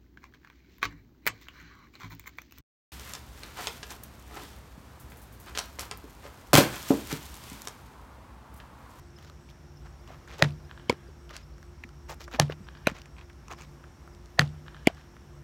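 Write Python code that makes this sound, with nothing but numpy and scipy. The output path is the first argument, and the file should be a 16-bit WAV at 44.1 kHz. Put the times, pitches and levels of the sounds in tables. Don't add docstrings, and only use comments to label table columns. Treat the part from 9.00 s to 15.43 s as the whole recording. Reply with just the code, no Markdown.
import sys
import numpy as np
from scipy import signal
from scipy.io import wavfile

SR = 44100
rng = np.random.default_rng(int(sys.argv[2]) if len(sys.argv) > 2 else 0)


def unload_wav(signal):
    wavfile.write(
        sys.argv[1],
        SR,
        np.round(np.clip(np.atleast_2d(signal).T, -1, 1) * 32767).astype(np.int16),
    )


def voltage_ratio(decibels):
    exponent = np.asarray(decibels, float) / 20
    return 10 ** exponent


N = 283563


def rms_one(x):
    return x / np.sqrt(np.mean(x ** 2) + 1e-20)


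def peak_one(x):
    return x / np.max(np.abs(x))


def band(x, lo_hz, hi_hz):
    edges = [max(lo_hz, 10), min(hi_hz, .45 * SR)]
    return signal.sosfilt(signal.butter(2, edges, "band", fs=SR, output="sos"), x)


def resonance(x, hz, width_hz):
    r = np.exp(-np.pi * width_hz / SR)
    return signal.lfilter([(1 - r * r) / 2, 0, (r * r - 1) / 2],
                          [1, -2 * r * np.cos(2 * np.pi * hz / SR), r * r], x)


def body(force, peaks):
    return sum((-1) ** k * voltage_ratio(db) * resonance(force, hz, width) for k, (hz, width, db) in enumerate(peaks))


def fade(t60, seconds):
    return voltage_ratio(-60 * np.arange(int(seconds * SR)) / SR / max(t60, 1e-4))


def add(track, s, sound):
    i = max(round(s * SR), 0)
    track[i:i + len(sound)] += sound[:N - i]


def drift(rate):
    r = np.exp(-80 * np.pi * rate / SR)
    slow = signal.lfilter([1], [1, -2 * r, r * r], rng.standard_normal(N // 40 + 2002))[2000:]
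    return np.interp(np.arange(N) / 40, np.arange(len(slow)), rms_one(slow))


def rush(peaks, db, seconds, top_hz, slope=0.95):
    swell = np.linspace(0, 1, int(seconds * SR)) ** slope
    hiss = body(rng.standard_normal(len(swell)), peaks)
    hiss = band(band(hiss, 360, top_hz), 200, 2.1 * top_hz)
    return voltage_ratio(db) * swell * rms_one(hiss)


# pitch_hz [Hz], level_db [dB per Hz]
AIR_SPECTRUM = [(90, -8), (130, -11), (250, -15.5), (500, -23), (1200, -24.5), (2000, -31), (2800, -35.5),
                (4000, -38.5), (7000, -40.5), (9000, -46.5), (10500, -49.5), (12500, -46.5), (15500, -54)]
# pitch_hz [Hz], width_hz [Hz], level_db [dB rms]
HUMS = [
    (33.97, 19.5, -69.5),
    (56.55, 9, -53.5),
    (71, 21, -53),
    (145.5, 7.9, -57.5),
    (349.6, 14, -67.5),
    (5554, 600, -72),
]


def yard():
    white = rng.standard_normal((2, N + SR))
    edges = 90 * 2 ** np.arange(0, 7.7, 1 / 3)
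    hz, db = np.transpose(AIR_SPECTRUM)
    air, together = 0, drift(0.5)
    for k, (low, high) in enumerate(zip(edges, edges[1:])):
        level_db = np.interp(np.log(low * high) / 2, np.log(hz), db)
        gain = voltage_ratio(level_db + .8 * together + .9 * drift(8))
        air = air + gain * band(white[k % 2], low, high)[SR:]
    out = voltage_ratio(-57.5) * air / np.std(band(air, 190.0, 16000))
    motor_hz = 347.7 + 1.46 * drift(4.53)
    out += voltage_ratio(-61 + 0.46 * drift(2.3)) * np.sin(2 * np.pi * np.cumsum(motor_hz) / SR)
    for hz, width, db in HUMS:
        noise = rng.standard_normal(N + SR)
        hum = resonance(resonance(noise, hz, width), hz, 1.4 * width)
        out += voltage_ratio(db) * rms_one(hum[SR:])
    return out


# start_s [s], level_db [peak dB], pitch_hz [Hz]
BIRD_CHIPS = [(0.159, -53, 5120), (0.765, -55, 5240), (0.9926, -65, 4760), (1.643, -60, 5010),
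              (2.07, -61, 4800), (2.4244, -56.5, 5080), (2.532, -65, 4580), (3.639, -60, 4900),
              (3.765, -60, 4800), (4.563, -59, 5150), (4.6844, -69, 4500), (5.128, -63, 5020)]


def birds():
    out, u = np.zeros(N), np.linspace(0, 1, int(.018 * SR))
    for s, db, hz in BIRD_CHIPS:
        pitch = hz * (.92 + .1 * np.sin(np.pi * u))
        add(out, s, voltage_ratio(db) * np.hanning(len(u)) * np.sin(2 * np.pi * np.cumsum(pitch) / SR))
    return out


CRICKET_STARTS = [0, .39, .81, 1.27, 1.715, 2.172, 2.6, 3.025, 3.57, 4.1, 4.59, 5.0, 5.425, 5.87, 6.29]


def cricket():
    out, u = np.zeros(N), np.linspace(0, 1, int(.12 * SR))
    pitch = 8000 * (.955 + .065 * np.sin(np.pi * u) ** .6 - .025 * u)
    for s in CRICKET_STARTS:
        throb = rms_one(band(rng.standard_normal(len(u)), 10, 105)) + 1.1
        add(out, s, voltage_ratio(-79) * np.hanning(len(u)) ** 0.28 * throb * np.sin(2 * np.pi * np.cumsum(pitch) / SR))
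    return out


# start_s [s], length_s [s], level_db [dB], low_db and high_db [dB re middle range]
SCUFFS = [(0.164, 0.092, -67.5, 4, -3), (0.22, 0.1, -66, -6, -8), (0.483, 0.053, -66, -9, -31),
          (0.84, 0.054, -65.5, 11.5, -3), (1.056, 0.12, -69.5, 13.5, -2), (1.266, 0.25, -60.5, 0.5, -14.5),
          (1.278, 0.1, -65.5, 6.5, -16), (1.375, 0.076, -57, 8, -5), (2.286, 0.064, -57.5, 5.5, -14),
          (2.322, 0.12, -61.5, -6, -18), (2.326, 0.069, -57.5, -1.5, -14), (3.075, 0.084, -56.5, 10, 2.5),
          (3.189, 0.058, -56.5, 2.5, -4), (3.221, 0.047, -54, -23, -6.5), (3.304, 0.087, -53.5, 5, -9),
          (3.328, 0.042, -51, 8, -14), (3.412, 0.033, -48, -3, 3), (3.483, 0.07, -55.5, 7.5, -22),
          (3.933, 0.09, -59, 1.5, -12), (4.162, 0.091, -65.5, 6.5, -28), (4.488, 0.068, -61.5, 15, 0),
          (4.568, 0.1, -62.5, 6, -1.5), (5.954, 0.086, -65, -9, -26)]


def scuffs():
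    attack_s, release_s = 0.017, 0.027
    grains = rng.standard_normal(N) * voltage_ratio(2 * rng.exponential(1, N))
    grains *= (rng.random(N) < 9000 / SR) * voltage_ratio(1.5 * drift(80))
    low, mid, high = (rms_one(band(grains, *edges)) for edges in [(350, 1500), (1500, 5000), (5000, 8200)])
    high = high + voltage_ratio(-5.0) * rms_one(band(grains, 8500, 17000))
    out, grip = np.zeros(N), voltage_ratio(1.5 * drift(30))
    for s, length, db, low_db, high_db in SCUFFS:
        i = np.arange(round(s * SR), round((s + length) * SR))
        t = i / SR - s
        shape = np.clip(np.minimum(t / attack_s, (length - t) / release_s), 0, 1) ** 2
        grit = mid[i] - voltage_ratio(low_db) * low[i] - voltage_ratio(high_db) * high[i]
        out[i] += voltage_ratio(db) * shape * rms_one(grip[i]) * grit
    return out


# start_s [s], level_db [peak dB], low_db, middle_db, high_db [dB of each ring]
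CRUSHED_STONES = [(1.075, -32, -12, -16, -14), (1.303, -31, -12, -11, -18), (1.337, -34, -22, -13, -8),
                  (3.088, -34, -14, -10, -13), (3.117, -30, -20, -23, -5), (3.123, -30, -4, -18, -15),
                  (3.204, -42, -12, -15, -11), (3.328, -33, -10, -11, -19), (3.344, -28.5, -15, -9, -22),
                  (3.348, -23, -19, -0.5, -20), (3.353, -38, 8, 5, -12), (3.986, -33, -20, -7, -9),
                  (3.982, -34, -9.5, -12, -22), (4.057, -38, -18, -4, -20), (4.298, -35, -18, -5.5, -16),
                  (4.017, -33, -20, -5, -14), (4.166, -36, -13, -5, -23), (4.183, -35, -8, -5, -21),
                  (4.192, -31.5, -20, -7, -20), (4.212, -34, -9, -6.5, -30),
                  (4.482, -24.5, -11.5, -12, -10), (4.497, -35, -3, -19, -25), (4.504, -32, -3, -11, -15),
                  (4.513, -26.5, -7, -5.5, -10), (4.521, -28.5, -13, -8, -10), (4.526, -28, -15, -10, -5),
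                  (4.534, -25.5, -5.5, -11, -13), (4.546, -39, -9, -8, -13), (4.581, -41, -9, -5, -9),
                  (4.592, -41, -19, -5, -15), (4.597, -45, -12, -10, -13), (4.605, -32, -11, -7, -17),
                  (4.611, -28, -22, -9, -10), (4.62, -29, -29, -7, -6), (4.633, -38, -25, -6, -11),
                  (4.649, -38, -25, -4, -20)]
# pitch_hz [Hz], width_hz [Hz]
SOLE_RINGS = [
    (1050, 280),
    (2400, 720),
    (6200, 1700),
]


def crunch():
    out, n = np.zeros(N), SR // 30
    for s, db, *ring_db in CRUSHED_STONES:
        burst = rng.standard_normal(n) * fade(0.0089, 1)[:n]
        rings = sum(voltage_ratio(g) * peak_one(resonance(resonance(burst, hz, w), hz, 2 * w))
                    for g, (hz, w) in zip(ring_db, SOLE_RINGS))
        add(out, s, voltage_ratio(db - 4.5) * rings)
    return out


# start_s [s], level_db [peak dB], pitch_hz [Hz],
# t60_s [s]
KNOCKS = [(1.104, -32.5, 656, 0.011), (1.397, -35, 424, 0.031), (1.43, -30, 280, .06),
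          (1.407, -37.5, 568, 0.054), (3.388, -27, 633, 0.027), (5.385, -32, 760, 0.024),
          (2.849, -40.5, 231, 0.03), (1.926, -23.5, 374, 0.015), (2.087, -45.5, 386, 0.037),
          (3.097, -36, 605, 0.021), (3.109, -33.5, 870, 0.021), (3.119, -36, 560, 0.021),
          (4.518, -43, 666, 0.029), (3.129, -38.5, 835, 0.021), (3.343, -38.5, 249, 0.079),
          (3.498, -17, 452, 0.01), (3.603, -41.5, 195, 0.084), (3.917, -28.5, 202, 0.02),
          (5.899, -33, 680, 0.02)]


def knocks():
    out, t = np.zeros(N), np.arange(SR // 20) / SR
    for s, db, hz, t60 in KNOCKS:
        onset = 1 - np.exp(-t / 0.0014)
        add(out, s, voltage_ratio(db + 6.5) * onset * np.sin(2 * np.pi * hz * t) * fade(t60, .05))
    return out


# start_s [s], level_db [peak dB], pitch_hz [Hz], scratch_db [dB]
LEATHER_TICKS = [(0.187, -53, 1750, -21), (0.247, -49, 1290, -19), (0.299, -46, 1210, -29),
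                 (1.1454, -46, 1570, -16.5), (1.315, -40.5, 2250, -18), (1.9263, -36.5, 1660, -13),
                 (1.9038, -35, 7450, -30), (1.918, -41, 3300, -25), (5.883, -38, 2200, -25),
                 (2.3086, -36.5, 1250, -13.5), (2.377, -52, 1800, -2), (2.582, -48, 1300, -11),
                 (2.891, -50.5, 1310, -8.5), (3.9145, -41, 1800, -14), (3.899, -33, 1300, -16),
                 (3.893, -36, 1800, -18), (4.3313, -60, 1808, -2), (5.662, -53, 1070, -12),
                 (5.98, -55, 1210, -18), (5.995, -54, 1900, -21), (5.077, -43, 1260, -38),
                 (5.1494, -58, 1450, 1), (5.259, -51.5, 4700, -11), (5.948, -51, 1525, -8),
                 (5.971, -47, 1850, -30), (6.167, -46.5, 1315, -37), (3.499, -34, 1540, -26)]
# start_s [s], level_db [peak dB], pitch_hz [Hz], scratch_db [dB]
LACE_TICKS = [(0.4888, -50, 2320, -23), (1.276, -43, 1450, -18), (2.8374, -32.5, 2080, -29),
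              (3.279, -37.5, 1240, -21), (3.5224, -34.5, 2900, -44), (3.966, -43.5, 2250, -19),
              (4.058, -46, 1730, -14.5), (4.301, -48.5, 1647, -38), (4.84, -44, 1480, -27),
              (4.212, -48, 2350, -36), (5.979, -55, 1260, -32), (6.01, -54, 1650, -36)]
# start_s [s], level_db [peak dB], pitch_hz [Hz], scratch_db [dB]
STONE_TICKS = [(2.009, -53, 1270, -20), (2.2937, -42.5, 3320, -20), (2.366, -42, 5100, 1),
               (2.6289, -45, 1600, -9.5), (3.3138, -43, 1290, -11), (0.187, -52, 3000, -10),
               (0.2275, -56, 8500, -15), (0.248, -50, 4200, -12), (0.2985, -49, 4000, -12),
               (0.4965, -53, 4000, -20), (0.502, -49, 3600, -14), (0.51, -54, 3300, -14),
               (1.077, -52, 3000, -8), (1.0825, -54, 2500, -12), (1.384, -46, 6200, -8),
               (1.393, -45, 6000, -10), (3.107, -42, 7500, -8), (3.1445, -50, 11000, -20),
               (3.242, -43, 4700, -20), (3.329, -41, 3600, -18), (4.018, -47, 4500, -14)]
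# t60_s [s], edge_db [dB of the bright edge]
TICK_KINDS = [
    (0.0068, -16),
    (0.026, -26),
    (0.0055, -8),
]


def ticks():
    out, n = np.zeros(N), SR // 20
    t = np.arange(n) / SR
    for rows, (t60, edge_db) in zip((LEATHER_TICKS, LACE_TICKS, STONE_TICKS), TICK_KINDS):
        for s, db, hz, scratch_db in rows:
            scratch = rng.standard_normal(n) * (1 - np.exp(-t / 0.00011)) * fade(t60, .05)
            scratch[12] += 3.0
            underside = peak_one(band(scratch, 530, 0.5 * hz))
            add(out, s, voltage_ratio(db - 12.5) * underside)
            tone = peak_one(resonance(resonance(scratch, hz, 0.26 * hz), hz, 1.34 * hz))
            tone += voltage_ratio(scratch_db + 11.5) * peak_one(band(scratch, 2500, 7000))
            edge = voltage_ratio(edge_db + 3.0) * peak_one(band(scratch, 7000, 14000))
            add(out, s - .0005, voltage_ratio(db + 3.0) * (tone + edge))
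    return out


# start_s [s], level_db [peak dB], thump_delay_s [s], thump_db [dB], tail_db [dB]
CATCHES = [
    (1.8957, -16, 0.0022, 1, -12),
    (3.8703, -10.5, 0.0027, -4, -13),
    (5.8706, -9.5, 0.00268, 0.5, -20.5),
]
# pitch_hz [Hz], width_hz [Hz], level_db [dB]
WEB = [
    [(1620, 51, -13), (2240, 57, -2), (3380, 210, -10), (4400, 210, -11), (5020, 310, -11.5),
     (7070, 100, -14), (11700, 77, -38)],
    [(1460, 660, -1), (2550, 210, 1.5), (4090, 78, -2.5), (4580, 210, -21), (6100, 120, -16.5),
     (9600, 200, -17), (11700, 82, -16.5)],
    [(2200, 124, 8), (3320, 100, 2), (4600, 120, -8), (5120, 200, -6), (7280, 290, -8), (10900, 340, -11),
     (13200, 260, -15)],
]
# pitch_hz [Hz], width_hz [Hz], level_db [dB]
POCKET = [
    [(107, 70, -23), (249, 39, -23), (495, 110, -11), (975, 134, -6.5)],
    [(110, 218, -11), (270, 120, -12), (600, 230, 4), (1240, 180, 8)],
    [(132, 17, -36), (334, 310, 8.5), (662, 120, 7), (1750, 280, -9)],
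]
# delay_s [s], level_db [dB]
FINGERS = [
    [(0, -14), (.0008, 2), (.0017, -3.5), (.0036, -10), (.0062, -16)],
    [(0, -16), (.0005, 2.5), (.0013, -3), (.0033, -3), (.0046, -14)],
    [(.0003, -17.5), (.00075, -3), (.0012, 6), (.0021, -12), (.0042, -5)],
]
# pitch_hz [Hz], width_hz [Hz], level_db [dB]
WEB_RUSH = [
    [(2030, 300, -20), (3010, 140, 2)],
    [(1900, 330, 2), (2900, 360, 4)],
    [(2040, 300, -7.5), (2940, 150, 7)],
]
SNAP_DB = [-13, -12.5, -15]


def glove():
    out, n = np.zeros(N), SR // 5
    t = np.arange(n) / SR
    for catch, web, pocket, fingers, hiss, snap_db in zip(CATCHES, WEB, POCKET, FINGERS, WEB_RUSH, SNAP_DB):
        s, db, thump_delay, thump_db, tail_db = catch
        add(out, s - .017, rush(hiss, db - 27, 0.031, 4200, slope=0.78))

        contacts = rng.standard_normal(n) * (1 - np.exp(-t / 0.00015)) * np.exp(-(t / 0.0039) ** 4)
        contacts *= 0.08
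        for delay, finger_db in fingers:
            add(contacts, delay, voltage_ratio(finger_db) * np.hanning(5))
        damped = [(hz, width + 0.032 * hz, g) for hz, width, g in web]
        slap = peak_one(body(contacts, damped))
        snap = peak_one(band(contacts * fade(0.06, .2), 3100, 22000))
        add(out, s, voltage_ratio(db + 5.0) * (slap + voltage_ratio(snap_db) * snap))

        squeeze = np.hanning(int(thump_delay * SR) + 2)
        bottom = -2.5 * np.hanning(int(0.0015 * SR) + 2)
        force = np.concatenate([squeeze, bottom, np.zeros(n)]) + 1e-18
        thump = peak_one(sum(voltage_ratio(g) * resonance(force, hz, w) for hz, w, g in pocket))
        add(out, s, -voltage_ratio(db + 5.5 + thump_db) * thump)

        rustle = band(rng.standard_normal(n), 100, 1700)
        rustle += 0.17 * band(band(rng.standard_normal(n), 1500, 5500), 1200, 7600)
        add(out, s, voltage_ratio(db + tail_db + 4.5) * rustle * fade(0.13, .2))
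    return out


# start_s [s], level_db [peak dB], knock_lead_s [s], knock_hz [Hz], knock_db [dB]
WALL_HITS = [
    (1.4235, -3, 0.005, 626, -10.5),
    (3.3983, -3.5, 0.0058, 837, -10),
    (5.3932, -2, 0.00513, 732, -11.5),
]
# delay_s [s], level_db [dB], smear_s [s]
FAR_ECHOES = [
    (0.271, -37.5, 0.012),
    (0.2886, -29, 0.000095),
    (0.3526, -35, 0.0011),
    (0.373, -38, 0.002),
    (.391, -48, .001),
    (.3, -37.5, 0.06),
    (.355, -34, 0.21),
]
# pitch_hz [Hz], width_hz [Hz], level_db [dB]
FAR_COLOUR = [(943, 320, 1.5), (1663, 230, 6.5), (2450, 72, -1), (3000, 450, -2.5), (4320, 1500, -13.5)]


def far_echoes():
    out = np.zeros(N)
    for s, db, *_ in WALL_HITS:
        for delay, echo_db, smear in FAR_ECHOES:
            scatter = rng.standard_normal(SR // 3) * fade(18.0 * smear, 1 / 3)
            scatter[0] = 12.0
            scatter = scatter / np.sqrt(np.sum(scatter ** 2))
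            add(out, s + delay, voltage_ratio(db + echo_db + 23.0) * band(body(scatter, FAR_COLOUR), 460, 7500))
    return out


# delay_s [s], level_db [dB], pitch_hz [Hz], width_hz [Hz], smear_s [s]
NEAR_ECHOES = [(.002, -12, 2585, 2950, 0.00061), (0.014, -33, 8500, 4940, 0.001),
               (.016, -20.5, 3180, 1790, 0.00082), (0.0197, -30, 4200, 2500, 0.0026),
               (0.0227, -22.5, 1335, 400, 0.00049), (0.0209, -25.5, 3200, 904, .0006),
               (.033, -32.5, 1995, 500, .0008), (.059, -44.5, 5500, 7000, .0004),
               (.064, -42, 3200, 900, 0.00046), (.067, -44, 3600, 1500, .0004),
               (0.07, -43, 3280, 900, 0.0003), (0.083, -38.5, 2970, 1400, 0.00091),
               (0.0832, -48.5, 8500, 2500, 0.00045), (.098, -47, 3400, 1500, 0.0013)]
RETURN_DB = [0.1, -4.5, -1.3]


def near_echoes():
    out = np.zeros(N)
    for (s, db, *_), return_db in zip(WALL_HITS, RETURN_DB):
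        for delay, echo_db, hz, width, smear in NEAR_ECHOES:
            scatter = rng.standard_normal(SR // 5) * fade(10.0 * smear, .2)
            scatter[0] = 4.0
            echo = resonance(resonance(scatter, hz, width), hz, 2 * width)
            add(out, s + delay, voltage_ratio(db + echo_db + return_db * (delay > .03)) * peak_one(echo))
    return out


def panel_rattle():
    out, n = np.zeros(N), SR // 5
    for s, db, *_ in WALL_HITS:
        rattle = rng.standard_normal(n) * voltage_ratio(2.5 * np.minimum(rng.exponential(1, n), 4) - 3.5)
        add(out, s, voltage_ratio(db - 28) * band(rattle, 280, 4000) * fade(0.2, .2))
        add(out, s, voltage_ratio(db - 12.0) * band(rng.standard_normal(n), 160, 850) * fade(0.16, .2))
    return out


# pitch_hz [Hz], level_db [dB], t60_s [s]
HOLLOW_MODES = [
    (82.7, -12.5, 0.63),
    (119.8, 4, 0.24),
    (145.8, 0.5, 0.33),
    (148.6, -9, 0.71),
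    (155.1, 0, 0.29),
    (225, -14, 0.3),
    (387, -9.5, 0.076),
]
# delay_s [s], level_db [dB]
BOOM_RETURN = (0.02145, -5.5)


def hollow_boom():
    out, t = np.zeros(N), np.arange(SR) / SR
    return_s, return_db = BOOM_RETURN
    swell = 1 - np.exp(-t / 0.0024)
    for s, *_ in WALL_HITS:
        for hz, mode_db, t60 in HOLLOW_MODES:
            boom = voltage_ratio(mode_db - 23.5) * swell * fade(t60, 1) * np.sin(2 * np.pi * hz * t + 1.5)
            boom = band(boom, 45, 4000)
            add(out, s, boom)
            add(out, s + return_s, voltage_ratio(return_db) * boom)
    return out


# pitch_hz [Hz], width_hz [Hz], level_db [dB]
PANEL = [
    [(580, 119, 4.5), (1480, 460, -1.5), (1913, 90, 8.5), (2460, 200, -1.5), (3874, 800, -5.5),
     (5050, 570, -11), (6160, 360, -14.5), (9730, 170, -22), (11930, 230, -43.5), (13830, 510, -45)],
    [(710, 110, 11), (1265, 51, 7.5), (1730, 65, 8), (2690, 1300, -4.5), (4580, 320, -0.5), (5240, 260, -2),
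     (5940, 990, -1.5), (8130, 150, -56.5), (9300, 710, -10.5), (11400, 470, -22)],
    [(656, 42, -3), (1334, 350, -3.5), (1840, 86, 9), (2430, 1000, -9.5), (4480, 490, -4.5),
     (5020, 230, -28.5), (6210, 300, -12), (9410, 280, -26), (11200, 199, -44.5), (13400, 210, -42.5)],
]
RING_S = [.0041, .0041, .0040]


def panel_crack():
    out, t = np.zeros(N), np.arange(SR) / SR
    click = (t == 0) + 1e-18
    touch = peak_one(band(click, 7000, 16000))
    for (s, db, lead, knock_hz, knock_db), peaks, ring in zip(WALL_HITS, PANEL, RING_S):
        add(out, s - .02, rush(peaks, db - 31.0, 0.048, 2600))
        choke = np.exp(-(t / ring) ** 4) + .05 * fade(0.03, 1)
        crack = peak_one(body(click, peaks) * choke)
        add(out, s, voltage_ratio(db + 3.0) * crack + voltage_ratio(db - 19.5) * touch)
        u = t / lead
        knock = np.sin(2 * np.pi * knock_hz * t * (1.3 - .35 * u))
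        knock *= (u * 1.4 * np.exp(1 - u * 1.84)) ** 2 * (t < 2 * lead)
        add(out, s - lead, voltage_ratio(db + knock_db) * knock)
    return out


def scene():
    background = yard() + birds() + cricket()
    player = scuffs() + crunch() + knocks() + ticks() + glove()
    wall = far_echoes() + near_echoes() + panel_rattle() + hollow_boom() + panel_crack()
    return (background + player + wall)[None]


def low_pass(x):
    return signal.sosfilt(signal.butter(12, 16830, fs=SR, output="sos"), x)


def record(dry):
    dry = signal.sosfilt(signal.butter(2, 35, "high", fs=SR, output="sos"), dry)
    rounded = 1.11 * np.tanh(dry / 1.12)
    top = signal.cheby2(12, 70, 17250, fs=SR, output="sos")
    mix = signal.sosfilt(top, rounded)
    return low_pass(mix)


dry = scene()
out = record(dry)
unload_wav(out)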